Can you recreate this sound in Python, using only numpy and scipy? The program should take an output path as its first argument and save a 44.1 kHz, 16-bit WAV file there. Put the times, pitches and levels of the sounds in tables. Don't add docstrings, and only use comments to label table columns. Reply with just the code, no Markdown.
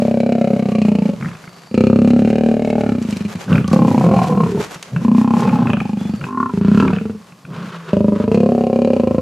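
import sys
import numpy as np
from scipy import signal
from scipy.fft import rfft, irfft
from scipy.io import wavfile
from scipy.ndimage import uniform_filter1d

SR = 44100
rng = np.random.default_rng(int(sys.argv[2]) if len(sys.argv) > 2 else 0)


def unload_wav(signal):
    wavfile.write(
        sys.argv[1],
        SR,
        np.round(np.clip(np.atleast_2d(signal).T, -1, 1) * 32767).astype(np.int16),
    )


N = 406161

# f/Hz, relative level/dB
AIR_SPECTRUM = [(15, -52), (25, -46.5), (176, 14), (318, -5.5), (927, -7), (1120, 2), (1390, -15),
                (3440, -17), (4750, -13), (5420, -17), (10600, -23), (15000, -31.5)]
# t/s, length/s, start f/Hz, end f/Hz, width/Hz, level/dB
BIRD_CALLS = [(1.378, 0.49, 4550, 4650, 348, -56), (5.97, 0.14, 3420, 3420, 60, -50),
              (6.085, 0.16, 4580, 4580, 297, -54.5)]
# f/Hz, t60/s
THICKET_T60 = [(100, 0.42), (300, 0.27), (1000, 0.19), (3000, 0.37), (10000, 0.14)]
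# f/Hz, relative level/dB
GRASS_SPECTRUM = [(60, -3.5), (400, 16.5), (1500, 11), (3000, 4.5), (5000, 0.5), (7000, 0), (9000, -7.5),
                  (12000, -9.5), (15000, -26)]
# start t/s, hold/s, relative level/dB
SCUFFLES = [(0, 0.014, -42), (1.2, 0.25, -47), (2.2, 0.31, -52), (2.95, 0.21, -47.5), (3.4, 0.8, -40),
            (4.62, 0.13, -37), (5.3, 0.22, -40), (6.1, 0.25, -48.5), (6.72, 0.12, -46)]
# t/s, relative peak level/dB
SNAPS = [(3.025, -33.5), (3.108, -30.5), (3.169, -29.5), (3.6776, -29), (3.7303, -27), (4.7447, -30.5),
         (4.827, -27.5), (5.405, -33)]
# f/Hz, relative level/dB
SNAP_SPECTRUM = [(500, -8), (2500, 2), (6000, 1.5), (9000, -7), (15000, -23)]
# start t/s, hold/s, relative level/dB
GRUMBLES = [(1.22, 0.057, -26), (3.52, 0.07, -13), (3.8, 0.42, -16.5), (4.3, 0.14, -17.5),
            (4.58, 0.0075, -20), (4.94, 0.21, -26), (5.37, 0.31, -19.5), (6.22, 0.028, -25),
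            (7.5, 0.17, -30)]
# f/Hz, relative level/dB
GRUMBLE_SPECTRUM = [(30, -72), (60, -51), (110, -5), (165, 1), (220, -3.5), (300, -16), (600, -20),
                    (1500, -62.5)]
# start t/s, hold/s, relative level/dB
HISSES = [(1.26, 0.1, -44.5), (3.5, 0.068, -30.5), (4.61, 0.021, -40), (5.42, 0.26, -34.5),
          (6.64, 0.31, -35), (7.54, 0.23, -34.5), (7.86, 0.073, -35.5), (8.17, 0.058, -36.5)]
# f/Hz, relative level/dB
HISS_SPECTRUM = [(150, -44), (400, 9.5), (750, -6), (1080, 5), (1500, 2.5), (1900, -6.5), (2800, -8.5),
                 (3600, -11.5), (7000, -24), (15000, -47)]
# t/s, length/s, start f/Hz, end f/Hz, width/Hz, level/dB
MOANS = [(4.02, 0.15, 514.8, 536, 28, -24.5), (4.11, .2, 814.6, 710, 25, -29),
         (4.23, 0.22, 1000, 1060, 35, -30), (4.26, 0.19, 520, 452.5, 40, -30),
         (4.5, 0.132, 401.7, 423, 40, -28), (4.915, 0.093, 117.4, 168, 20, -21.5),
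         (7.62, 0.38, 177.7, 154, 21.7, -37)]
# t/s, relative peak level/dB, mouth ring f/Hz
SNARLS = [(1.2108, -26.5, 2370), (1.2252, -21, 2140), (1.2463, -22.5, 1880), (1.2584, -20.5, 2020),
          (1.2854, -26, 2620), (1.3149, -27, 2230), (1.3304, -36, 2340), (1.3513, -29, 2470),
          (1.44, -33, 2050), (1.476, -30, 2130), (3.5282, -15, 2770), (3.5549, -14.5, 2350),
          (3.5802, -13, 2360), (3.6435, -23.5, 3020), (4.7584, -29, 2680), (4.9628, -15.5, 2580),
          (5.465, -28, 2590), (5.492, -18, 2470), (5.6709, -15.5, 2550), (5.7012, -14.5, 2650),
          (5.733, -13.5, 2675), (5.7694, -18, 2680), (5.8029, -16, 2530), (6.2124, -24, 2700),
          (6.2402, -18.5, 2620), (6.8001, -15, 2667), (6.879, -18, 2330), (6.934, -16.5, 2600),
          (6.9637, -21.5, 2820), (6.9851, -22, 2510), (7.3218, -35.5, 2601), (7.4512, -29, 2640)]
# t/s, slap rate/Hz, relative level/dB, strain/0-1
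GROWLS = [
    [(-0.009, 30, -11.5, 0.2), (.112, 30.3, -14, 0.01), (0.263, 31.5, -13.5, 0.22), (0.504, 31, -14, 0.39),
     (0.656, 29.2, -13.5, 0.28), (0.884, 27.6, -12, 0.27), (1.055, 27.7, -13, 0.36),
     (1.091, 26.4, -12.5, 0.54), (1.135, 22, -22, 0.01)],
    [(1.713, 31, -26, 0), (1.743, 27, -14.5, 0.4), (1.777, 30, -8, 0.2), (2.047, 33.2, -8, 0),
     (2.249, 35, -10.5, 0.08), (2.462, 37, -12, 0), (2.595, 35.8, -15, 0.07), (2.729, 35.7, -13.5, 0.03),
     (2.891, 34, -15, 0.33), (3.05, 28.5, -19, 0.3), (3.25, 24.4, -17.5, 0.4), (3.352, 4, -20, 0.64)],
    [(3.479, 46, -25, 0.74), (3.519, 44, -10, 0.36), (3.581, 34.3, -17.5, 0.42), (3.681, 27, -16.5, 0.4),
     (3.714, 34, -11.5, 0.5)],
    [(3.733, 33, -9, 0.56), (3.849, 33.4, -12, 0.32), (3.979, 33.3, -11, 0.15), (4.041, 38, -11.5, 0.55),
     (4.163, 36, -15.5, 0.52), (4.217, 34.3, -15.5, 0.5), (4.375, 36.4, -18, 0.3), (4.435, 33, -13.5, 0.4),
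     (4.519, 34, -22, 0.5), (4.602, 37.4, -19, 0.4)],
    [(5.015, 25, -21, 0.02), (5.049, 28, -9.5, 0.17), (5.182, 28.8, -7, 0.09), (5.307, 31.3, -10.5, 0.1),
     (5.396, 35.2, -12.5, 0.43), (5.5, 39.3, -15, 0.7), (5.587, 34, -14.5, 0.64),
     (5.695, 27.5, -14.5, 0.57), (5.814, 25.7, -17, 0.32), (5.894, 26.3, -16, 0.13),
     (6.137, 24.2, -16, 0.22)],
    [(6.267, 43, -29, 0.45), (6.347, 44.7, -24.5, 0), (6.374, 35.5, -17.5, 0.21), (6.429, 38, -17.5, 0.03),
     (6.495, 28.3, -22, 0.5)],
    [(6.537, 27, -15, 0.11), (6.683, 31, -7, 0.04), (6.747, 37, -7, 0.13), (6.801, 44, -8, 0.34),
     (6.877, 40.6, -15.5, 0.3), (6.931, 40, -12, 0.29), (6.971, 24, -18, 0.29), (7.097, 24.3, -19, 0.45),
     (7.149, 22, -29, 0.01)],
    [(6.833, 33.5, -13.5, .3), (6.895, 31, -17.5, 0.1)],
    [(7.932, 29, -10, 0.05), (8.161, 27.4, -14, 0.47), (8.316, 30.1, -12, 0.48), (8.461, 31.7, -13, 0.19),
     (8.638, 32.8, -15, 0.18), (8.848, 35.6, -13.5, 0.1), (8.998, 28.3, -14.5, 0.27),
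     (9.182, 30.6, -12.5, 0.41)],
]
# t/s, first f/Hz, throat f/Hz, throat level/dB, back-of-mouth f/Hz,
# back-of-mouth level/dB, mouth f/Hz, mouth level/dB, rasp level/dB (no trim)
VOICES = [
    [(0.05, 220, 571, -4.5, 730, -15, 1620, -44, -29.5), (0.32, 226, 547, -2.5, 724, -12.5, 1430, -26, -25),
     (0.5, 214, 549, -2, 720, -16.5, 1270, -28.5, -27.5),
     (0.75, 213, 562, -8, 732.4, -16.5, 1120, -25, -24),
     (0.92, 205, 586, -8.5, 880, -23.5, 1060, -27, -29.5),
     (1.1, 199, 573, -6.5, 885, -25.5, 1120, -36, -28.5)],
    [(1.78, 214, 514, -8.5, 755, -25, 1280, -28.5, -24.5),
     (1.93, 219, 532, -9.5, 747.5, -34, 1240, -29.5, -34), (2.1, 234.5, 547, -11, 773, -22, 1280, -31, -29),
     (2.33, 218.5, 546.7, -5, 757, -16, 1560, -27.5, -25),
     (2.62, 230.3, 583, -4.5, 750, -12.5, 1540, -31, -25),
     (2.82, 223.3, 578, -4.5, 798, -11.5, 1470, -25, -27),
     (2.95, 233, 557.3, -10, 790, -24, 1270, -20, -28), (3.15, 206, 526, -18, 760, -48, 1210, -41, -22)],
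    [(3.53, 164.8, 534, -15, 1090, -21, 1472, -22, -39), (3.66, 190, 525, -17, 786, -26, 1154, -17.5, -45)],
    [(3.76, 225.9, 514, -13, 795, -16, 1100, -19.5, -29.5),
     (3.95, 242, 523, -15.5, 810, -12, 950, -16, -31.5),
     (4.08, 194, 525.6, -5.5, 690, -12, 1050, -14.5, -29),
     (4.15, 197.3, 536, -8, 740.4, -5.5, 1070, -13, -22), (4.21, 182, 497, -20, 730, -3, 1020, -8.5, -21),
     (4.3, 191, 482.2, -5, 760, -12, 1036, -14, -34),
     (4.43, 187.2, 483, -11.5, 720.4, -13.5, 1027, -9, -24),
     (4.52, 195.2, 405.6, -6, 690, -27, 988, -25, -41), (4.6, 200, 416, -10, 870, -14, 1050, -27, -32)],
    [(5.06, 224, 510, -15, 817, -23.5, 1000, -18.5, -31.5),
     (5.18, 230, 514, -23, 845, -23, 1030, -21, -36.5),
     (5.32, 233.1, 504.7, -16.5, 795, -13.5, 1000, -12.5, -29.5),
     (5.47, 205.3, 490.5, -3.5, 850, -11, 1080, -16, -31), (5.58, 240, 536, -18, 782, -7.5, 1006, -11, -29),
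     (5.7, 222.2, 550, -10, 770, -12.5, 999.4, -15, -47),
     (5.84, 210.2, 553, -16, 791.5, -12, 1020, -20, -28),
     (6.05, 205.5, 531.6, -27, 839, -26, 1280, -26, -28.5)],
    [(6.32, 246, 379.4, -10, 1040, -5.5, 1432, -18, -39), (6.41, 240, 374, -6, 1101, 0, 1420, -12, -38),
     (6.49, 257, 385.4, -9, 1047, -5.5, 1350, -15, -28)],
    [(6.58, 192.8, 399, -10, 896, -22, 1260, -28, -33), (6.73, 205, 395, -18.5, 1058, -33, 1420, -31, -32),
     (6.81, 212.5, 414.7, -10, 1009, -12.5, 1330, -12, -26.5),
     (6.905, 194, 424.7, -12, 979, -14, 1300, -24, -39), (6.94, 199.6, 474, -15, 704, -20, 1350, -29, -32),
     (7.07, 212, 430, -11, 860, -31, 1350, -28, -31)],
    [(6.86, 254.4, 375.5, -5, 595, -20, 990, -25, -40)],
    [(7.96, 199, 402.6, -9, 580.5, -6.5, 952.5, -24, -30.5),
     (8.1, 205, 404.8, -7.5, 592, -7.5, 955.3, -19.5, -37),
     (8.3, 218, 443, -7.5, 623, -14.5, 970, -22.5, -30), (8.39, 222.1, 495.6, -1, 699, -22, 995, -27, -29),
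     (8.52, 238, 552, -2.5, 720.6, -12.5, 1120, -27.5, -32),
     (8.66, 232.8, 538.6, -3.5, 730, -12.5, 1070, -26.5, -29),
     (8.97, 240.2, 537, -1.5, 760, -15.5, 1010, -20.5, -28),
     (9.17, 222.8, 521, -6.5, 722, -21, 1047, -21.5, -33.5)],
]
# t/s, f/Hz
FRONT_CURVE = [(0, 2380), (.5, 2160), (.9, 2480), (1.9, 2390), (2.42, 2190), (2.9, 2291), (3.6, 2500),
               (4.3, 2320), (5.6, 2570), (7.95, 2619), (8.9, 2440)]
# f/Hz, relative level/dB
RASP_SPECTRUM = [(300, -32), (1200, -5.5), (1900, -3), (2400, 3.5), (2900, 3.5), (3450, -11), (4100, -4.5),
                 (5500, -12.5), (7200, -11.5), (10000, -23.5), (15000, -55.5)]

AIR_DB, TREAD_DB = -46.5, -51
GRASS_PATCHY_DB, GRASS_PATCH_S = 4, 0.063
SCUFFLE_ATTACK_S, SCUFFLE_RELEASE_S = 0.6, 0.3
GRUMBLE_ATTACK_S, GRUMBLE_RELEASE_S = 0.084, 0.053
HISS_ATTACK_S, HISS_RELEASE_S = 0.072, 0.077
SNAP_TRIM_DB, SNARL_TRIM_DB, PART_TRIM_DB = 9.5, 1.5, -0.3
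CHEST_HZ, CHEST_WIDTH_HZ, CHEST_DB = 164, 64, -0.5
RING_WIDTH_HZ, STRAIN_WIDTH_HZ = 22.9, 31
THROAT_WIDTH, BACK_WIDTH, MOUTH_WIDTH = 0.15, 0.14, 0.15
CORE_WIDTH, CORE_POWER = 0.058, 0.82
FRONT_WIDTH_HZ, FRONT_CORE_HZ = 370, 70
WOBBLE, FRONT_WOBBLE = 0.039, 0.03
EDDY_S, STRAIN_EDDY_S = 0.0065, 0.007
STUTTER_STRAIN, STUTTER_DB, STUTTER_GAP_S = 0.35, -7, 0.009
EDGE_HZ = 15200
SIZE = 4096
HZ = np.fft.rfftfreq(SIZE, 1 / SR)
RING_S = np.arange(SIZE) / SR
FADE = np.minimum(1, 2 - 2 * np.arange(SIZE) / SIZE) ** 2


def gain_of(db):
    return 10 ** (np.asarray(db) / 20)


def evened(x):
    return x / np.sqrt(np.mean(x ** 2) + 1e-20)


def unit(x):
    return x / np.sqrt(np.sum(x ** 2, -1, keepdims=True) + 1e-20)


def colour(points, hz):
    f, db = np.transpose(points)
    return gain_of(np.interp(np.log(hz + 1), np.log(f + 1), db))


def follow(rows, t):
    s, *columns = np.transpose(rows)
    return [np.interp(t, s, c) for c in columns]


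def add(mix, s, sound):
    start = round(s * SR)
    sound = sound[max(-start, 0):]
    part = mix[max(start, 0):][:len(sound)]
    part += sound[:len(part)]


def shaped(x, points):
    return evened(irfft(rfft(x) * colour(points, np.fft.rfftfreq(N, 1 / SR)), N))


def fold_back(x):
    return x * np.r_[1, np.full(SIZE // 2 - 1, 2), 1, np.zeros(SIZE // 2 - 1)]


def causal(gain):
    return np.exp(rfft(fold_back(irfft(np.log(gain + 1e-6)))))


def ring(gain, drive):
    return signal.fftconvolve(irfft(causal(gain)), drive)[:SIZE] * FADE


def peak(hz, width):
    return 1 / (1 + (2 * (HZ - hz) / width) ** 2) ** 2


def formant(hz, width):
    return peak(hz, width * hz) + CORE_POWER * peak(hz, CORE_WIDTH * hz)


def puff(decay_s):
    return unit(rng.standard_normal(SIZE) * np.exp(-RING_S / decay_s))


def swells(events, attack_s, release_s):
    t = np.arange(N) / SR
    total = np.zeros(N)
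    for s, hold, db in events:
        rise = np.clip(1 + (t - s) / attack_s, 0, 1) ** 2
        fall = np.clip(1 - (t - s - hold) / release_s, 0, 1) ** 2
        total += gain_of(db) * rise * fall
    return total


def open_air():
    return gain_of(AIR_DB) * shaped(rng.standard_normal(N), AIR_SPECTRUM)


def whistles(calls):
    out = np.zeros(N)
    for s, length, start_hz, end_hz, width, db in calls:
        count = int(length * SR)
        a, b = rng.standard_normal((2, count + SIZE - 1))
        blur = signal.fftconvolve(a + 1j * b, irfft(causal(np.sqrt(peak(0, width)))), "valid")
        turns = np.cumsum(np.linspace(start_hz, end_hz, count)) / SR
        call = (blur * np.exp(2j * np.pi * turns)).real
        add(out, s, gain_of(db) * evened(call * signal.windows.tukey(count, 0.5)))
    return out


def thicket(x):
    taps = rng.standard_normal(SR) * (rng.random(SR) < 2500 / SR)
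    taps *= np.arange(SR) > 0.012 * SR
    hz, t, z = signal.stft(taps, SR, nperseg=256)
    t60 = follow(THICKET_T60, hz)[0][:, None]
    tail = signal.istft(z * gain_of(-60 * t / t60), SR, nperseg=256)[1]
    return signal.fftconvolve(x, unit(tail))[:N]


def grass():
    sizes = gain_of(5.2 * np.minimum(rng.exponential(1, (2, N)), 4))
    crackles = sizes * (rng.random((2, N)) < 700 / SR) * rng.choice([-1, 1], (2, N))
    brush = rng.standard_normal((2, N)) + 0.65 * evened(crackles)
    strokes = evened(uniform_filter1d(rng.standard_normal(N), size=int(GRASS_PATCH_S * SR)))
    level = gain_of(TREAD_DB) + swells(SCUFFLES, SCUFFLE_ATTACK_S, SCUFFLE_RELEASE_S)
    return shaped(brush, GRASS_SPECTRUM) * gain_of(GRASS_PATCHY_DB * strokes) * level


def snaps():
    out = np.zeros(N)
    for s, db in SNAPS:
        crack = ring(colour(SNAP_SPECTRUM, HZ), puff(0.0047))
        add(out, s, gain_of(db + SNAP_TRIM_DB) * crack / abs(crack).max())
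    return out


def rushes(level, points, flutter):
    flap = evened(uniform_filter1d(rng.standard_normal(N), size=500))
    return level * shaped(rng.standard_normal(N), points) * evened(np.exp(flutter * flap))


def grumbles():
    level = swells(GRUMBLES, GRUMBLE_ATTACK_S, GRUMBLE_RELEASE_S)
    return rushes(level, GRUMBLE_SPECTRUM, flutter=0.05)


def hisses():
    return rushes(swells(HISSES, HISS_ATTACK_S, HISS_RELEASE_S), HISS_SPECTRUM, flutter=0.42)


def snarls():
    out = np.zeros(N)
    thump = ring(np.sqrt(peak(CHEST_HZ, CHEST_WIDTH_HZ)), [1])
    thump = gain_of(CHEST_DB) * thump / abs(thump).max()
    for s, db, hz in SNARLS:
        mouth = np.sqrt(peak(hz, 490) + 1.27 * peak(1350, 700) + 0.0004 * peak(2 * hz, 7100))
        burst = ring(mouth, puff(0.0041)) + 0.5 * ring(mouth, [1])
        add(out, s, gain_of(db + SNARL_TRIM_DB) * (burst / abs(burst).max() + thump))
    return out


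def slap_times(rows):
    times = [rows[0][0]]
    for before, after in zip(rows, rows[1:]):
        t = np.linspace(before[0], after[0], num=200)
        turns = np.cumsum(follow(rows, t)[0]) * (t[1] - t[0])
        count = max(round(turns[-1]), 1)
        times += list(np.interp(np.linspace(0, turns[-1], count + 1)[1:], turns, t))
    return times


def throat_power(voice, front_hz, rough):
    first_hz, throat_hz, throat_db, back_hz, back_db, mouth_hz, mouth_db, rasp_db = voice
    a, b, c, d, e = rng.standard_normal(5)
    first_hz = first_hz * (1 + WOBBLE * rough * a)
    throat_hz = throat_hz * (1 + WOBBLE * rough * b)
    back_hz = back_hz * (1 + 2 * WOBBLE * rough * d)
    front_hz = front_hz * (1 + FRONT_WOBBLE * e)
    width = RING_WIDTH_HZ + STRAIN_WIDTH_HZ * rough
    first = 1 / ((1 - (HZ / first_hz) ** 2) ** 2 + (HZ * width / first_hz ** 2) ** 2)
    throat = formant(throat_hz, THROAT_WIDTH) + 0.43 * peak(0.751 * throat_hz, 120)
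    back = formant(back_hz, BACK_WIDTH) + 0.3 * peak(0.888 * back_hz, 120)
    mouth = formant(mouth_hz, MOUTH_WIDTH)
    mouth = mouth + 0.083 * peak(mouth_hz, 570) + 0.072 * peak(1.28 * mouth_hz, 150)
    rasp = colour(RASP_SPECTRUM, HZ) ** 2
    rasp = rasp + 7 * peak(front_hz, FRONT_WIDTH_HZ) + 9 * peak(front_hz, FRONT_CORE_HZ)
    rasp = rasp + 0.82 * peak(1.2 * front_hz, 180) + 1.4 * peak(1.76 * front_hz, 190)
    parts = [(first, 0), (throat, throat_db + PART_TRIM_DB), (back, back_db + PART_TRIM_DB),
             (mouth, mouth_db + PART_TRIM_DB), (rasp, rasp_db + 2.58 * c)]
    power = sum(gain_of(db) ** 2 * shape / shape.mean() for shape, db in parts)
    return power / (1 + (80 / (HZ + 1)) ** 14)


def slap(voice, front_hz, rough, eddies):
    power = throat_power(voice, front_hz, rough)
    airy = np.clip(0.55 * rough + 0.8 / (1 + (1400 / (HZ + 1)) ** 3), 0, 1)
    trip = np.exp(-2j * np.pi * HZ * 0.00452)
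    closure = unit(irfft(1 + 0.16 * trip))
    rush = unit(eddies * np.exp(-(RING_S / (EDDY_S + STRAIN_EDDY_S * rough)) ** 2))
    tint = uniform_filter1d(abs(rfft(rush)) ** 2, size=55)
    sound = ring(np.sqrt(power * (1.001 - airy)), closure) + ring(np.sqrt(power * airy / tint), rush)
    return unit(sound) * np.sqrt(power.mean() * 0.019 * SR)


def growls():
    out = np.zeros(N)
    for rows, voice in zip(GROWLS, VOICES):
        eddies = rng.standard_normal(SIZE)
        for s in slap_times(rows):
            _, db, strain = follow(rows, s)
            rough = np.clip(strain, 0, 1)
            alike = np.clip(0.95 - 0.15 * rough, 0, 1)
            eddies = alike * eddies + np.sqrt(1 - alike ** 2) * rng.standard_normal(SIZE)
            sound = slap(follow(voice, s), follow(FRONT_CURVE, s)[0], rough, eddies)
            sound = sound * gain_of(db + 2.5 * rough * rng.standard_normal())
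            add(out, s, sound)
            chance, lateness = rng.random(2)
            if chance < 2 * (rough - STUTTER_STRAIN):
                add(out, s + STUTTER_GAP_S * (0.5 + lateness), sound * gain_of(STUTTER_DB))
    return out


def scene():
    air = open_air()
    birds = whistles(BIRD_CALLS)
    rustle, wide_rustle = grass()
    lions = snaps() + grumbles() + hisses() + whistles(MOANS) + snarls() + growls()
    mid = lions + gain_of(-14.5) * thicket(lions) + rustle + birds + air
    bright = signal.lfilter(*signal.butter(1, 1800, "high", fs=SR), lions)
    scattered = thicket(gain_of(-27.0) * lions + gain_of(-17.5) * bright)
    side = scattered + gain_of(-8.0) * wide_rustle
    return np.array([mid + side, mid - side])


def record(dry):
    rounded = dry / (1 + dry ** 8) ** (1 / 8)
    low_pass = signal.firwin(511, EDGE_HZ, window=("kaiser", 9), fs=SR)
    return signal.oaconvolve(rounded, low_pass[None], "same")


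dry = scene()
out = record(dry)
unload_wav(out)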